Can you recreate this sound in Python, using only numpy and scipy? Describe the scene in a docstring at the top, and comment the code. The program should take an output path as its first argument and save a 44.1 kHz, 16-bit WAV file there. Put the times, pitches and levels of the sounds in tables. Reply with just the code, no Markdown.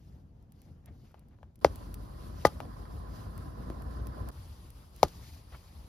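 """Three sharp hatchet blows split kindling on a log by a lake, each a bite of steel, a dull thud and tearing
fibres. A jacket rustles, wood knocks and scuffs, sharp ticks and a fire snap nearby, and a distant motor
vehicle rushes and gathers speed, heard in a stretch that begins and ends abruptly. Blows are filtered clicks
with damped modes; fibres are grainy noise. Knocks and snaps are clicks with noise tails; scuffs and cloth are
swelling noise. The vehicle is a gliding sine in shaped noise, over an airy bed of noise that is stronger from
the moment the vehicle is heard."""
import sys
import numpy as np
from scipy import signal
from scipy.fft import rfft, irfft
from scipy.io import wavfile
from scipy.ndimage import uniform_filter1d

SR = 44100
rng = np.random.default_rng(int(sys.argv[2]) if len(sys.argv) > 2 else 0)


def dump(signal):
    """Clip the signal to [-1, 1] and save it as 16-bit WAV at the path in sys.argv[1]."""
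    limited = np.clip(np.atleast_2d(signal).T, -1, 1)
    pcm = np.round(limited * 32767).astype(np.int16)
    wavfile.write(sys.argv[1], SR, pcm)


N = 259308
TIME = np.arange(N) / SR  # seconds
HIT_TIME = np.arange(8192) / SR  # seconds since a hit

# All spectrum levels are relative: they set the colour, and a separate level sets the loudness.
# The blows. Each row: thud start in seconds, thud level in dB, wood ring in dB, steel ring in dB, bite in dB,
# lead of the bite's start over the thud's in seconds, split in dB, split's 60 dB decay in seconds, splinters in dB.
BLOWS = [(1.6473, -2, -37, -40.5, -17, .0015, -33.5, 0.018, -48),
         (2.4518, -1.5, -22, -29, -22.5, .0017, -28.5, 0.039, -30.5),
         (5.0310, -1.5, -36, -36, -12.5, 0.000814, -21, 0.011, -43.5)]
# Colour of each blow's thud, set by where the blade sits in the wood. Each row: frequency in Hz, level in dB.
THUD_COLOURS = [
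    [(40, -48), (150, -20.5), (220, -31), (320, -8.5), (450, -3), (560, 2), (700, -4), (880, -6.5),
     (1400, -19), (1800, -21), (2100, -17.5), (2800, -32.5), (6000, -55)],
    [(40, -24.5), (150, -14), (210, -18.5), (300, -3), (450, -1), (560, 4.5), (720, -1), (1100, -6.5),
     (1550, -17.5), (1950, -7.5), (2600, -34.5), (6000, -48)],
    [(40, -44.5), (130, -24), (200, -14.5), (350, -13), (480, -1), (600, 0.5), (800, 0.5), (1050, -7),
     (1600, -26), (2200, -22.5), (3000, -42.5), (6000, -61.5)],
]
# Colour of the steel edge biting. Each row: frequency in Hz, level in dB.
BITE_COLOUR = [(500, -23), (1500, 0.5), (2100, -11.5), (2900, -11.5), (4000, -3), (4900, 2), (5600, -4),
               (7500, -18.5), (12000, -23), (16000, -22)]
# Modes of the split billet. Each row: frequency in Hz, level in dB, 60 dB decay in seconds.
WOOD_MODES = [(430, -25.5, 0.21), (570, -11, 0.075), (842, 1.5, 0.076), (1214, 1, 0.0665),
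              (1458, -12.5, 0.076), (1955, -17.5, 0.07), (3160, -20, 0.097)]
# Modes of the hatchet head. Each row: frequency in Hz, level in dB, 60 dB decay in seconds.
STEEL_MODES = [(1217, -3, .06), (3660, -11, .035), (4160, -12, .04), (4680, -3, .035), (5200, 0, .03),
               (5880, -12, .045), (6290, -19, .05)]
# Thump of the turf, alike for all blows. Each row: frequency in Hz, level in dB, 60 dB decay in seconds.
GROUND_MODES = [(73.7, -1.0, 0.096), (134.2, 5.5, 0.04), (309.6, -6.5, 0.0076)]
# Colour of the scattered tail, alike for all blows. Each row: frequency in Hz, level in dB.
SCATTER_COLOUR = [(200, 1.5), (400, 5), (750, -0.5), (1300, -10.5), (2200, -22.0), (5000, -18.5), (14000, -38.5)]
# Likeness of the channels in that tail. Each row: frequency in Hz, left-right likeness.
SCATTER_SAME = [(500, 0.62), (3000, 1.0)]
GROUND_DB, SCATTER_DB = -22.5, -30

# Wood gives way in three stages, timed from the bite: fibres are crushed, the grain splits, splinters tear off.
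CRUSH_DB, CRUSH_T60_S, CRUSH_TILT_DB = -5, 0.014, -4.5  # level relative to the bite; tilts are per octave
SPLIT_AFTER_S, SPLIT_TILT_DB = .0038, 2.5
SPLINTER_AFTER_S, SPLINTER_T60_S, SPLINTER_TILT_DB = .0167, 0.027, -1.5
# Colour of breaking fibres, before the stage's tilt. Each row: frequency in Hz, level in dB.
CRACK_COLOUR = [(500, -15.5), (1500, -2), (2200, -8), (2900, -6.5), (4000, -3), (5000, -7), (6200, -4.5),
                (8000, -11), (11000, -9.5), (14000, -16.5), (16000, -14)]
# Balance of breaking fibres. Each row: frequency in Hz, left minus right in dB.
CRACK_SIDE = [(1000, 4), (3000, 2), (4800, 10.5), (7000, -0.5), (10000, -4.5)]

# Pieces of wood set down, nudged or falling. Each row: start in seconds, level in dB, pitch in Hz.
KNOCKS = [(1.143, -43, 790), (1.387, -54, 750), (1.430, -43, 725), (2.603, -27.5, 690), (2.653, -41, 554),
          (2.854, -45, 1100), (3.380, -46, 1090), (3.701, -30, 313), (5.083, -35, 4430)]
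# Colour of a knock, before its tilt. Each row: multiple of the pitch, level in dB.
KNOCK_COLOUR = [(.3, -6), (.7, 5.5), (1, 9.5), (1.9, -0.5), (2.9, -10.5), (4.2, -11.5), (6, -19.5),
                (22, -34)]
KNOCK_T60_S, KNOCK_T60_SLOPE = 0.038, -.6  # decay at a 1 kHz pitch; smaller pieces die sooner
SIZE_TILT_DB = 1.05  # bigger pieces are duller: dB per octave for each octave of pitch
LIGHT_KNOCK_DB, HARDNESS = -43.5, 0.13  # harder is brighter: dB per octave for each dB above a light knock

# A billet scuffing over the log. Each row: middle in seconds, length in seconds, level in dB before flicker.
SCUFFS = [(.89, .11, -72.5), (1.15, 0.34, -76), (1.337, 0.074, -75.5), (5.54, .06, -59.5)]
# Colour of the scuffs. Each row: frequency in Hz, level in dB.
SCUFF_COLOUR = [(300, -5), (700, 5), (1200, 1.5), (2000, 0.5), (3000, -6), (4500, -13.5), (7000, -27),
                (14000, -35)]
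# Strokes of the sleeves. Each row: middle in seconds, length in seconds, level in dB before flicker.
RUSTLES = [(0.086, 0.34, -76), (0.639, 0.27, -76), (1.05, 0.34, -75.5), (2.429, 0.29, -60.5),
           (3.164, 0.2, -63), (4.499, 0.3, -67), (5.12, 0.44, -62), (5.301, 0.26, -58.5),
           (5.615, 0.3, -64.5)]
# Colour of the cloth, before its tilt. Each row: frequency in Hz, level in dB.
CLOTH_COLOUR = [(500, -24), (1000, -9), (1800, 0.5), (2700, -1.5), (4800, 1.5), (6500, -2), (8000, -6.5),
                (11000, -7), (16000, -6)]
CLOTH_TILT_DB = 0.5  # per octave
# Likeness of the channels for close sounds. Each row: frequency in Hz, left-right likeness.
NEAR_SAME = [(1500, .8), (6000, 0.52), (8300, 1)]

# The clearest sharp ticks: snaps of the fire, and early on perhaps wood or a zip being handled.
# Each row: start in seconds, level in dB before the tick's boost.
SNAPS = [(0.5216, -50.5), (0.618, -49.5), (0.8593, -45.5), (1.194, -53), (1.5576, -51.5), (1.7587, -37.5),
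         (1.943, -33), (3.3784, -41.5), (3.8214, -44.5), (4.0704, -37.5), (4.2882, -37), (4.704, -43),
         (4.9633, -44.5)]
# Colour of a snap. Each row: frequency in Hz, level in dB.
SNAP_COLOUR = [(600, -27.5), (2000, 1), (4500, 2.5), (7000, 2), (10000, 9), (14000, 7.5), (16000, 1)]
TICKS_PER_S, TICK_DB, TICK_SPREAD_DB = 2, -61, 3  # faint ticks at random times, spread either way in level

# The vehicle speeds up ever faster, and each of its sounds grows with the speed.
VEHICLE_START_S, VEHICLE_STOP_S = 1.611, 4.312
FIRING_START_HZ, FIRING_END_HZ, SPEED_POWER = 46.8, 60.3, 1.55  # pitch before a slight wobble
NOTE_DB, NOTE_GROWTH_DB = -49.5, 7
RUMBLE_DB, RUMBLE_GROWTH_DB = -48, 5
ROAR_DB, ROAR_GROWTH_DB = -56.5, 7.5
# Colour of the vehicle's rumble. Each row: frequency in Hz, level in dB.
RUMBLE_COLOUR = [(30, -17.5), (45, -16), (68, -1), (95, -1.5), (140, -8.5), (200, -10), (300, -14.5),
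                 (500, -36.5), (1000, -77.5)]
# Likeness of the channels in the rumble. Each row: frequency in Hz, left-right likeness.
RUMBLE_SAME = [(60, 0.95), (130, 0.98), (350, 0.092)]
# Colour of the tyre roar. Each row: frequency in Hz, level in dB.
ROAR_COLOUR = [(150, -9.5), (330, 5.5), (600, 4.5), (800, 3), (920, -4.5), (1010, 9.5), (1130, 1.5),
               (1400, -3.5), (1850, -9.5), (2400, -28), (5000, -21), (9000, -51.5)]
# Balance of the roar. Each row: frequency in Hz, left minus right in dB.
ROAR_SIDE = [(300, 2), (700, -4), (1300, -7.5), (2400, 3.5)]
# Likeness of the channels in the roar. Each row: frequency in Hz, left-right likeness.
ROAR_SAME = [(300, 0.24), (900, 0.52), (2500, 0.17)]

# Colour of the open air before the vehicle starts. Each row: frequency in Hz, level in dB per Hz.
CALM_COLOUR = [(22, -22), (40, -3), (65, 2), (150, -5), (250, -13), (370, -21.5), (800, -28), (1100, -34.5),
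               (2200, -46), (3500, -47), (8000, -53), (15500, -59)]
# Colour of the open air from then on. Each row: frequency in Hz, level in dB per Hz.
AIR_COLOUR = [(22, -20.5), (40, -5), (68, 2.5), (200, -15), (400, -23.5), (700, -25), (1100, -25.5),
              (1500, -33.5), (2300, -38), (4700, -35), (6500, -42), (10000, -37.5), (13000, -43.5),
              (15500, -44)]
CALM_DB, AIR_DB = -53.5, -50
# Likeness of the channels in the air. Each row: frequency in Hz, left-right likeness.
AIR_SAME = [(60, 1), (130, 0.91), (290, 0.97), (640, 0.072), (1400, 0.03), (3000, 0.38), (6000, 0.31),
            (8300, 1), (15000, 0.9)]
# Balance of the air, cloth and scuffs. Each row: frequency in Hz, left minus right in dB.
AIR_SIDE = [(60, 1), (2400, 1.5), (3200, 5), (3800, -0.5), (4800, 7), (6500, 0)]

# The two microphone ports. Each row: frequency in Hz, phase in radians by which the left one leads.
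PORTS = [(20, 0), (120, .05), (280, .33), (1000, .35), (1450, 1.05), (1900, .1), (4000, 1.55), (5500, -.3),
         (8300, -3.14), (10000, -4.9), (11700, -6.28), (13200, -7.1), (15000, -9.4), (16500, -9.8)]
EDGE_HZ = 16100  # upper band limit


def blows():
    """The edge bites; the blow then drives a thud through the log, rings billet and blade, and shakes the ground."""
    out = np.zeros((2, N))
    for (s, thud_db, wood_db, steel_db, bite_db, lead, *_), colour in zip(BLOWS, THUD_COLOURS):
        bite = amp(bite_db) * bend(click(BITE_COLOUR), delay=0.00081)
        steel = amp(steel_db) * ring(STEEL_MODES, rise=0.00025)
        add(out, s - lead, (bite + steel) * panned(side_db=11.0))

        wood = amp(thud_db) * click(colour) + amp(wood_db) * ring(WOOD_MODES, rise=0.0018)
        add(out, s, bend(wood, delay=0.00057) * panned(side_db=3.0))

        # the log sinks into the turf a moment later
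        ground = amp(GROUND_DB) * ring(GROUND_MODES, rise=0.0033)
        add(out, s + .006, ground * panned(side_db=1))

        # ground, woodpile and stove scatter a short tail; there are no walls
        scatter = noise(SCATTER_COLOUR, size=len(HIT_TIME), same=SCATTER_SAME)
        tail = amp(SCATTER_DB) * scatter * fade(t60=0.1, rise=0.00068)
        add(out, s + 0.0037, tail * panned(side_db=1.0))
    return out


def cracks():
    """Each blow crushes, splits and tears fibres: three decaying noise bursts with an uneven grain."""
    out = np.zeros((2, N))
    for s, *_, bite_db, lead, split_db, split_t60, splinter_db in BLOWS:
        stages = [(0, bite_db + CRUSH_DB, CRUSH_T60_S, CRUSH_TILT_DB),
                  (SPLIT_AFTER_S, split_db, split_t60, SPLIT_TILT_DB),
                  (SPLINTER_AFTER_S, splinter_db, SPLINTER_T60_S, SPLINTER_TILT_DB)]
        for after, db, t60, tilt_db in stages:
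            burst = noise(CRACK_COLOUR, size=len(HIT_TIME), same=NEAR_SAME, side=CRACK_SIDE, tilt_db=tilt_db)
            grain = uniform_filter1d(rng.standard_normal(len(HIT_TIME)), size=24)
            grain_db = 3.83 * evened(grain)
            add(out, s - lead + after, amp(db) * burst * amp(grain_db) * fade(t60, rise=0.00072))
    return out


def knocks():
    """Light, dead contacts of wood on wood: a tap and a short rattle."""
    out = np.zeros((2, N))
    for s, db, hz in KNOCKS:
        t60 = KNOCK_T60_S * (hz / 1000) ** KNOCK_T60_SLOPE
        tilt_db = HARDNESS * (db - LIGHT_KNOCK_DB) + SIZE_TILT_DB * np.log2(hz / 1000)
        colour = [(hz * multiple, level + tilt_db * np.log2(multiple)) for multiple, level in KNOCK_COLOUR]
        tap = bend(click(colour), delay=0.00091)
        rattle = noise(colour, size=len(HIT_TIME), same=NEAR_SAME) * fade(t60, rise=0.00064)
        add(out, s, amp(db) * (tap + amp(-11) * rattle) * panned(side_db=4.5))
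    return out


def scuffs():
    """Rough wood drags over bark in small, grainy scrapes."""
    flicker_db = 4.9 * drift(per_s=36) + 2.35 * drift(per_s=530)
    return patchy(strokes(SCUFFS, SCUFF_COLOUR), depth_db=2) * amp(flicker_db)


def jacket():
    """Nylon slides over itself in swelling strokes that catch and slip."""
    flicker_db = 1.3 * drift(per_s=30) + 1.2 * drift(per_s=900)
    return strokes(RUSTLES, CLOTH_COLOUR, CLOTH_TILT_DB) * amp(flicker_db)


def snaps():
    """Sharp ticks with a brief fizz: mostly pockets popping in the fire's steel drum, early on perhaps handling."""
    out, tick = np.zeros((2, N)), click(SNAP_COLOUR)
    chance = rng.random((round(TICKS_PER_S * N / SR), 2))
    faint = [(when * N / SR, TICK_DB + TICK_SPREAD_DB * (2 * size - 1)) for when, size in chance]
    for s, db in list(SNAPS) + faint:
        fizz = noise(SNAP_COLOUR, size=len(HIT_TIME)) * fade(t60=0.021, rise=0.00028)
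        add(out, s, amp(db) * (amp(7.0) * tick + amp(-11.5) * fizz))
    return out


def vehicle():
    """A rising engine note in its rumble; the tyres roar mostly from the right, with a quick random flutter in level."""
    progress = np.clip((TIME - VEHICLE_START_S) / (VEHICLE_STOP_S - VEHICLE_START_S), 0, 1)
    speed = progress ** SPEED_POWER  # share of the speed gained
    hz = FIRING_START_HZ + (FIRING_END_HZ - FIRING_START_HZ) * speed
    turns = np.cumsum(hz * (1 + 0.015 * drift(per_s=3))) / SR
    note_db = NOTE_DB + NOTE_GROWTH_DB * speed + 2.0 * drift(per_s=5.3)
    note = amp(note_db) * evened(np.sin(2 * np.pi * turns))

    rumble_db = RUMBLE_DB + RUMBLE_GROWTH_DB * speed + 0.44 * drift(per_s=18)
    rumble = amp(rumble_db) * noise(RUMBLE_COLOUR, same=RUMBLE_SAME)

    roar_db = ROAR_DB + ROAR_GROWTH_DB * speed + 1.2 * drift(per_s=50)
    roar = amp(roar_db) * noise(ROAR_COLOUR, same=ROAR_SAME, side=ROAR_SIDE, lag=0.00059)
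    return ((note + rumble) * panned(side_db=1.5) + roar) * during(VEHICLE_START_S, VEHICLE_STOP_S)


def air():
    """Low outdoor rumble with a faint hiss, stronger from the moment the vehicle is heard; it dips briefly
    where the vehicle's sound begins and ends."""
    calm = amp(CALM_DB) * noise(CALM_COLOUR, same=AIR_SAME, side=AIR_SIDE) * during(0, VEHICLE_START_S)
    later_gate = during(VEHICLE_START_S, VEHICLE_STOP_S) + during(VEHICLE_STOP_S, np.inf)
    later = amp(AIR_DB) * noise(AIR_COLOUR, same=AIR_SAME, side=AIR_SIDE) * later_gate
    return (calm + later) * amp(1.7 * drift(per_s=8.6))


def strokes(rows, colour, tilt_db=0):
    """Rubbing noise that swells and fades with each stroke."""
    out = np.zeros((2, N))
    for s, length, db in rows:
        size = int(length * SR)
        rub = noise(colour, size=size, same=NEAR_SAME, side=AIR_SIDE, tilt_db=tilt_db)
        stroke = rub * np.hanning(size) ** .5
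        start = s - length / 2
        skipped = max(int(-start * SR), 0)  # samples that would fall before time 0
        add(out, max(start, 0), amp(db) * stroke[:, skipped:])
    return out


def bend(x, delay):
    """Bending waves in wood travel faster the higher they are; delay (s) is the lag at 500 Hz."""
    hz = np.fft.rfftfreq(len(x), 1 / SR)
    spread = irfft(rfft(x) * np.exp(-4j * np.pi * delay * np.sqrt(500 * hz)), len(x))
    return spread * np.minimum(np.linspace(2, 0, len(x)), 1)  # fades out over the second half


def patchy(x, depth_db):
    """Patches of the spectrum swell and sink at random, each on its own."""
    z = signal.stft(x, nperseg=512)[2]
    field = uniform_filter1d(rng.standard_normal(z.shape[1:]), size=7, axis=0)  # across frequency
    field = uniform_filter1d(field, size=4, axis=1)  # across time
    return signal.istft(z * amp(depth_db * evened(field)), nperseg=512)[1][:, :N]


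def click(colour):
    """The causal response of a spectrum to a single tap, peak 1."""
    hz = abs(np.fft.fftfreq(len(HIT_TIME), 1 / SR))
    log_gain = np.log(amp(read(colour, hz)))
    tap = np.fft.ifft(np.exp(np.conj(signal.hilbert(log_gain)))).real  # minimum phase
    return tap / abs(tap).max()


def fade(t60, rise):
    """Envelope of a hit: a quick rise, then an exponential decay (both in seconds)."""
    return (1 - np.exp(-HIT_TIME / rise)) * np.exp(-np.log(1000) * HIT_TIME / t60)


def ring(modes, rise):
    """Damped modes set going by one blow."""
    return sum(amp(db) * fade(t60, rise) * np.sin(2 * np.pi * hz * HIT_TIME) for hz, db, t60 in modes)


def noise(colour, size=N, same=((1, 0),), side=((1, 0),), tilt_db=0, lag=0):
    """Stereo noise of rms 1 with a spectrum, a likeness and balance of the channels, and a lag (s) on the left."""
    hz = np.fft.rfftfreq(size, 1 / SR)
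    a, b = rng.standard_normal((2, len(hz))) + 1j * rng.standard_normal((2, len(hz)))
    c = np.clip(read(same, hz), -1, 1)
    left = a * np.exp(-2j * np.pi * hz * lag)
    right = c * a + np.sqrt(1 - c ** 2) * b
    z = np.array([left, right])
    z *= amp(read(colour, hz) + tilt_db * np.log2(hz + 1)) * panned(read(side, hz))
    z *= np.minimum(hz / colour[0][0], 1) ** 2  # nothing far below the lowest point
    return evened(irfft(z, size))


def drift(per_s):
    """Random wander of rms 1; per_s sets how fast it moves, in Hz."""
    hz = np.fft.rfftfreq(N, 1 / SR)
    return evened(irfft(rfft(rng.standard_normal(N)) * np.exp(-(hz / per_s) ** 2), N))


def during(start, stop):
    """Gate that is 1 between two times, with a 3 ms fade at each end."""
    return np.clip(np.minimum(TIME - start, stop - .004 - TIME) / .003, 0, 1)


def amp(db):
    """Decibels to gain."""
    return 10 ** (np.asarray(db) / 20)


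def evened(x):
    """Scales to rms 1."""
    return x / np.sqrt(np.mean(x ** 2) + 1e-20)


def read(points, hz):
    """Reads a spectrum on a log-frequency axis."""
    f, value = np.transpose(points)
    return np.interp(np.log(hz + 1e-3), np.log(f), value)


def panned(side_db):
    """Left and right gains for a level difference, left minus right."""
    return amp(np.array([[.5], [-.5]]) * side_db)


def add(mix, s, sound):
    """Mixes a sound in at time s."""
    part = mix[:, round(s * SR):][:, :sound.shape[-1]]
    part += sound[..., :part.shape[1]]


def scene():
    """All sources at the microphone."""
    background = patchy(air() + vehicle() + jacket(), depth_db=1.6)
    return background + scuffs() + snaps() + knocks() + cracks() + blows()


def record(dry):
    """Deep bass is cut, the ports hear the treble out of step, loud peaks are rounded off, then the band limit."""
    hz = np.fft.rfftfreq(N, 1 / SR)
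    bass_cut = signal.butter(4, 36, "highpass", fs=SR, output="sos")
    left, right = signal.sosfilt(bass_cut, dry)
    left = irfft(rfft(left) * np.exp(1j * read(PORTS, hz)), N)
    pair = np.array([left, right])
    rounded = pair / (1 + (pair / .92) ** 8) ** (1 / 8)
    band_limit = signal.firwin(511, EDGE_HZ, window=("kaiser", 9), fs=SR)
    return signal.oaconvolve(rounded, band_limit[None], "same")


dry = scene()
out = record(dry)
dump(out)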